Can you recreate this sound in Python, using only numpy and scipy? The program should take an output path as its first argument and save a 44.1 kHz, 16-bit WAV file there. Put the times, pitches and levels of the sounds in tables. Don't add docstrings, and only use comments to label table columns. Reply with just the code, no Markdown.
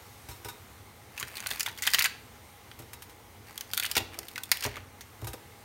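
import sys
import numpy as np
from scipy import signal
from scipy.io import wavfile
from scipy.ndimage import uniform_filter1d

SR = 44100
rng = np.random.default_rng(int(sys.argv[2]) if len(sys.argv) > 2 else 0)


def to_wav(s):
    ch = np.atleast_2d(s).T
    pcm = np.round(np.clip(ch, -1, 1) * 32767)
    wavfile.write(sys.argv[1], SR, pcm.astype(np.int16))


N = 248724


def tray_snaps():
    # (time [s], body level [dB], wall [Hz], rib [Hz], brightness [dB], body t60 [s])
    snaps = [(1.1775,-33,2680,3940,-4.5,0.045),(1.1987,-43,2280,6900,8.5,0.076),(1.21,-35.5,1140,3180,-9,0.053),(1.2277,-29,1580,4080,-4,0.046),(1.2806,-50,2720,5400,6.5,0.041),(1.3546,-45,2600,4430,4.5,0.065),(1.3694,-38.5,3030,4300,4,0.044),(1.3804,-40,2400,3500,-2,.046),(1.4034,-38,1960,6500,2.5,0.028),(1.4349,-43,1140,3980,-14,0.034),(1.4609,-29.5,1510,3270,-14,.055),(1.4697,-40.5,3000,4240,14,0.023),(1.4904,-45,1700,3830,3,0.031),(1.5054,-34,1640,4350,3,0.041),(1.5128,-28.5,1770,3300,1,0.028),(1.5222,-46,2630,4530,8,.045),(1.5348,-43.5,1440,3900,4,0.035),(1.5723,-39,2410,4320,-8,0.027),(1.5843,-43,2070,6010,-10,0.027),(1.5965,-35,2400,6700,7,0.036),(1.5997,-41,1970,6740,4,0.029),(1.6063,-27,2700,5440,3,0.043),(1.6307,-36.5,2420,6800,6.5,0.025),(1.6616,-27.5,2320,3230,-2.5,0.05),(1.666,-34,3230,3280,0,0.033),(1.6769,-30,990,3270,-20,0.025),(1.6848,-38,1500,3900,0,0.071),(1.6954,-40.5,2250,3210,-10,.04),(1.7762,-49.5,1490,3270,7,.045),(1.7863,-40,2180,5260,-0.5,0.066),(1.8223,-34.5,1980,7100,4.5,0.085),(1.8282,-38,2040,4880,-1,0.12),(1.8372,-42.5,2100,3400,10,.04),(1.8528,-33.5,2040,4000,-2,0.063),(1.8585,-42,2020,3780,2,0.088),(1.868,-29.5,1960,4800,2.5,0.093),(1.8736,-17,2090,3100,-2.5,0.042),(1.9025,-43,1890,4890,8,.04),(1.9145,-45,1820,4740,8,0.048),(1.929,-41,1920,4030,1,.059),(1.9356,-23.5,1920,4900,2.5,0.073),(1.9455,-17,3100,3860,0,0.037),(1.9853,-20,1990,3300,-3.5,0.037),(1.9921,-34,2000,4680,12,0.046),(2.0043,-25,2070,4340,-6,.046),(2.0101,-21.5,2500,3270,-6,0.031),(2.0227,-27.5,2180,4540,6,0.04),(2.0423,-24.5,2000,7130,1.5,0.072),(2.0499,-20.5,2130,3470,-14,0.043),(2.0576,-23,1570,4460,0,0.048),(2.7145,-43.5,3250,3100,-4.5,0.04),
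             (3.5777,-41,2460,3080,8,0.029),(3.6089,-34,3040,6150,4,0.029),(3.7138,-49,3080,4560,5,0.049),(3.7345,-31.5,1420,3640,6,0.036),(3.7447,-48,1510,5020,12,0.064),(3.7709,-39,3180,3540,5,0.022),(3.7762,-28,1430,3600,5,0.045),(3.7982,-27,1400,3670,4,.032),(3.8256,-31,2360,5390,-6,0.064),(3.8341,-45.5,2530,3210,14,0.046),(3.845,-25.5,2920,3370,-12,0.044),(3.8523,-33.5,2880,3330,4,0.044),(3.862,-32,2920,3280,2.5,0.045),(3.8936,-59,2360,3410,1,0.033),(3.9138,-33,3200,4800,6.5,0.043),(3.9532,-30.5,2850,5300,0,0.085),(3.9666,-24.5,2140,3680,1.5,0.054),(3.97,-25,2080,4550,2,0.027),(3.9782,-22,2880,3420,0.5,0.045),(4.004,-40,2770,3420,-2,.04),(4.1429,-41,2400,3200,-3,0.032),(4.1889,-39.5,2650,5200,9.5,0.026),(4.2307,-43,2020,4400,-2.5,0.031),(4.2839,-49,3120,3550,9.5,0.045),(4.3584,-32,1860,3900,-3,0.033),(4.3791,-30,1540,3630,-3.5,0.041),(4.4349,-42,2800,3450,9.5,0.035),(4.5161,-18,2170,4730,3,0.044),(4.5551,-40,2290,5180,-15,0.044),(4.5709,-42,3000,3210,8.5,0.024),(4.6077,-44,1780,4840,6.5,0.049),(4.6249,-33.5,2930,4870,-1,0.069),(4.6374,-40,3200,3100,8.5,.049),(4.6413,-31,1490,5500,1,0.056),(4.6506,-31,2000,4240,-2.5,0.1),(4.6633,-34,980,6360,2.5,0.029),(4.7409,-46,2150,3670,-15,.04),(4.7578,-39,2130,3700,-5.5,0.041),(4.7678,-37.5,1250,3250,-6,0.067),(5.009,-46,1980,6300,3,0.079)]
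    out, t = np.zeros(N), np.arange(2400) / SR
    lead = 300
    noise = rng.standard_normal((len(snaps), 2, len(t) + lead))
    hiss = tray_colour(noise[:, 0])
    bands_hz = [(700, 1034), (1250, 3540), (3200, 6920), (7000, 19400)]
    give, body, crack, sizzle = (unit_rms(band(hiss, *edges)[:, lead:]) for edges in bands_hz)
    slap = 1 + 0.69 * np.exp(-t / 0.00072)
    ring_share = 1 / (1 + gain(3))
    ring_amp, noise_amp = np.sqrt([ring_share, 1 - ring_share])
    for k, (time_s, level_db, wall_hz, rib_hz, bright_db, t60_s) in enumerate(snaps):
        wall = unit_rms(resonate_twice(noise[k, 1], wall_hz, 0.15 * wall_hz)[lead:])
        rib = unit_rms(resonate_twice(noise[k, 1], rib_hz, 0.23 * rib_hz)[lead:])
        low = noise_amp * (body[k] + gain(-17) * give[k]) + ring_amp * wall
        mid = noise_amp * crack[k] + ring_amp * rib
        low, mid, high = (part / np.std(part[:200]) for part in (low, mid, sizzle[k]))
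        decay_db = -60 * t / t60_s
        snap = np.sqrt(slap) * gain(decay_db) * low * attack(t, 0.00023)
        snap += slap * gain(bright_db + 0.7 + 1.22 * decay_db) * mid
        snap += slap * gain(1.48 * bright_db - 3.5 + 1.3 * decay_db) * high
        add(out, time_s, gain(level_db) * snap * attack(t, 0.000082))
    return out


def tray_crackle():
    # (time [s], level [dB], treble tilt [dB])
    grips = [
        [(1.12, -49.5, -10), (1.206, -38.5, -4), (1.348, -47, -10.5), (1.528, -35.5, -8.5), (1.654, -55, 4),
         (1.976, -46, 7), (2.1, -79, 0)],
        [(3.46, -46.5, -8.5), (3.66, -56, -4.5), (3.902, -38.5, -7), (4.02, -60, -5)],
        [(4.12, -48, -13.5), (4.4, -52, -1), (4.594, -48.5, -10), (4.738, -47.5, -15.5), (4.82, -56, -16)],
    ]
    t, level, tilt_db = np.arange(N) / SR, np.zeros(N), np.zeros(N)
    for grip in grips:
        time_s, grip_db, grip_tilt_db = np.transpose(grip)
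        level += gain(np.interp(t, time_s, grip_db, -200, -200))
        tilt_db += np.interp(t, time_s, grip_tilt_db, 0, 0)
    ticks_per_s, power_decay_s = 400, 0.00051
    tick_db = 4 * np.minimum(rng.exponential(1, N), 4)
    ticks = gain(tick_db) * (rng.random(N) < ticks_per_s / SR)
    power = signal.lfilter([1], [1, -np.exp(-1 / (power_decay_s * SR))], ticks ** 2)
    grains = tray_colour(np.sqrt(power) * rng.standard_normal(N))
    low, high = unit_rms(band(grains, 590, 3640)), unit_rms(band(grains, 1860, 22000))
    return level * (gain(-8.5 - tilt_db / 2) * low + gain(-3 + tilt_db / 2) * high)


def tray_colour(x):
    # (centre [Hz], width [Hz], gain [dB])
    resonances = [(2220, 1400, 10.5), (4570, 570, 13), (6740, 240, 1), (9400, 980, -0.5), (13000, 1300, -3)]
    return gain(5) * x + sum(gain(db) * resonate(x, hz, width_hz) for hz, width_hz, db in resonances)


def hob_knocks():
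    # (time [s], level [dB], boom trim [dB], tap trim [dB])
    knocks = [(0.284, -42, 13, 3), (0.448, -36, 2.5, -10), (1.225, -47, 9, 9), (1.511, -45, 7.5, 12.5),
              (1.674, -45, 5, 1), (2.797, -40.5, 3, -5), (3.965, -27.5, -4, 8.5), (4.001, -33, 2, 5.5),
              (4.183, -38.5, -9, 4), (4.65, -29.5, 3, 9), (4.665, -34, 6.5, 10), (4.769, -48, 10, 12),
              (5.221, -37.5, 12, 1), (5.239, -43.5, 13.5, 2), (5.272, -37, 7, -1), (5.336, -45, -4, 17.5)]
    # (frequency [Hz], level [dB], t60 [s])
    glass_modes = [(250.7, -5, 0.13), (339.5, -2.5, 0.28), (415, -1.5, 0.25), (493, -0.5, 0.13),
                   (613, -3, 0.11), (778, -4, 0.15)]
    counter_modes = [(65, 0.5, 0.095), (91.5, -6.5, 0.33), (117.2, 1, 0.089)]
    out, t = np.zeros(N), np.arange(SR // 3) / SR
    tap_t60_s = 0.067
    for time_s, level_db, boom_db, tap_db in knocks:
        tap = unit_rms(band(rng.standard_normal(len(t)), 177, 1160))
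        tap *= gain(tap_db - 8.5 - 60 * t / tap_t60_s)
        plate = gain(-9.5) * ring(glass_modes, t, spread_db=1.5) * attack(t, 0.002)
        boom = gain(boom_db - 5.5) * ring(counter_modes, t, spread_db=2.5) * attack(t, 0.0052)
        add(out, time_s, gain(level_db) * (tap + plate + boom))
    return out


def steamer_clinks():
    # (time [s], level [dB], rattle t60 [s], ring trim [dB])
    clinks = [(0.2866, -37.5, 0.29, -0.5), (0.3116, -40, 0.052, 5), (0.3608, -46, .056, 0),
              (0.4465, -29.5, 0.057, -4.5), (0.4546, -41.5, 0.23, 9), (0.4848, -28, 0.044, -1),
              (0.4942, -36.5, 0.1, 2.5), (2.7892, -36.5, 0.099, -6.5), (2.8206, -44, 0.061, 0),
              (2.932, -30, 0.058, -7), (3.021, -32.5, 0.08, -14), (3.0947, -44, 0.12, -4),
              (5.216, -39.5, 0.051, -5), (5.2437, -32.5, 0.052, -5.5), (5.2697, -29, 0.12, -2.5),
              (5.332, -29.5, 0.061, -9.5)]
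    # (frequency [Hz], level [dB], t60 [s])
    steamer_modes = [(828, -4, .09), (957, 0, .2), (1235, -7, .15), (1490, -4, .09), (2350, -6, .09),
                     (2690, -8, .12), (3710, -4, .1), (3860, -4, .12), (4150, -10, .15), (5040, -5, .12),
                     (5400, -3, .15), (6500, -13, .07), (6970, -10, .1), (7600, -9, .1), (8630, -9, .08)]
    out, t = np.zeros(N), np.arange(SR // 5) / SR
    for time_s, level_db, t60_s, ring_db in clinks:
        noise = rng.standard_normal(len(t))
        rattle = gain(-4) * band(noise, 1140, 3300) + gain(-6) * band(noise, 4700, 16000)
        rattle *= gain(-60 * t / t60_s)
        metal = gain(ring_db - 14) * ring(steamer_modes, t, spread_db=3)
        add(out, time_s, gain(level_db) * (rattle + metal) * attack(t, 0.00054))
    return out


def kitchen_echo(x):
    # (frequency [Hz], t60 [s])
    decay_times = [(200, 0.93), (1300, 0.44), (3500, 0.48), (9000, 0.25)]
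    taps = np.zeros(SR // 2)
    slots = np.arange(200, SR // 2 - 20, 20)
    taps[slots + rng.integers(0, 20, len(slots))] = rng.choice([-1., 1.], len(slots))
    hz, t, spectrum = signal.stft(taps, SR, nperseg=256)
    decay_db = -60 * t / log_interp(decay_times, hz)[:, None]
    tail = signal.istft(spectrum * gain(decay_db), SR, nperseg=256)[1]
    return signal.fftconvolve(x, tail / np.linalg.norm(tail))[:N]


def room_noise():
    # (frequency [Hz], relative density [dB])
    noise_shape = [(15, -51), (25, -21), (42, -5.5), (102, -1), (141, -19.5), (242, -5), (284, -14),
                   (462, -9), (558, -15.5), (815, -12), (908, -14), (1220, -14), (1520, -17.5), (3140, -21),
                   (15900, -27)]
    # (time [s], treble level [dB])
    treble_drift = [(0, 2.5), (.6, 1), (1, -1), (2.5, 0), (3.3, -1.5), (4.9, -2), (5.2, 0)]
    frames, hz = N // 256 + 5, np.fft.rfftfreq(1024, 1 / SR)[:, None]
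    real, imag, patches = rng.standard_normal((frames, len(hz), 3)).T
    patches_db = unit_rms(uniform_filter1d(uniform_filter1d(patches, 12, 0), 10, 1))
    treble_weight = np.clip(np.log2((hz + 1) / 500) / 3, 0, 1)
    drift_db = treble_weight * np.interp(np.arange(frames) * 256 / SR, *np.transpose(treble_drift))
    spectrum = (real + 1j * imag) * gain(log_interp(noise_shape, hz) + patches_db + drift_db)
    return gain(-53) * unit_rms(signal.istft(spectrum, nperseg=1024, noverlap=768)[1][:N])


def appliance_hum():
    # (centre [Hz], width [Hz], level [dB])
    drones = [(96, 39, -61), (825, 36, -66.5), (2070, 330, -67), (471, 34, -78)]
    noise = rng.standard_normal(N)
    return sum(gain(db) * unit_rms(resonate_twice(noise, hz, width_hz)) for hz, width_hz, db in drones)


def ring(modes, t, spread_db):
    hz, db, t60_s = np.transpose(modes)[:, :, None]
    struck_db = db + spread_db * rng.standard_normal(hz.shape)
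    sign = rng.choice([-1, 1], hz.shape)
    return (sign * gain(struck_db - 60 * t / t60_s) * np.sin(2 * np.pi * hz * t)).sum(0)


def resonate(x, hz, width_hz):
    return signal.lfilter(*signal.iirpeak(hz, hz / width_hz, SR), x)


def resonate_twice(x, hz, width_hz):
    return resonate(resonate(x, hz, width_hz), hz, width_hz)


def band(x, low_hz, high_hz):
    return signal.sosfilt(signal.butter(3, [low_hz, high_hz], "band", fs=SR, output="sos"), x)


def attack(t, rise_s):
    return 1 - np.exp(-t / rise_s)


def gain(db):
    return 10 ** (np.asarray(db) / 20)


def unit_rms(x):
    return x / np.sqrt(np.mean(x ** 2) + 1e-20)


def log_interp(points, hz):
    point_hz, value = np.transpose(points)
    return np.interp(np.log(hz + 1), np.log(point_hz + 1), value)


def add(mix, time_s, sound):
    part = mix[round(time_s * SR):][:len(sound)]
    part += sound[:len(part)]


def scene():
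    near = tray_snaps() + tray_crackle() + hob_knocks() + steamer_clinks()
    return (near + gain(-14) * kitchen_echo(near) + room_noise() + appliance_hum())[None]


def record(dry):
    # (frequency [Hz], gain [dB])
    mic_response = [(3000, 0.5), (4200, 0), (5000, -2), (5800, 0.5), (6800, -0.5), (7600, -2.5),
                    (8800, 2.5), (10500, -3), (11800, 2.5), (13000, 1), (15500, 0)]
    low_cut_hz, high_cut_hz = 50, 15900
    hz = np.linspace(0, SR / 2, 129)
    housing = signal.firwin2(127, hz, gain(log_interp(mic_response, hz)), fs=SR)
    lowpass = signal.firwin(511, high_cut_hz, window=("kaiser", 9), fs=SR)
    thinned = signal.sosfilt(signal.butter(5, low_cut_hz, "high", fs=SR, output="sos"), dry)
    coloured = signal.oaconvolve(thinned, housing[None], "same")
    return signal.oaconvolve(coloured, lowpass[None], "same")


dry = scene()
out = record(dry)
to_wav(out)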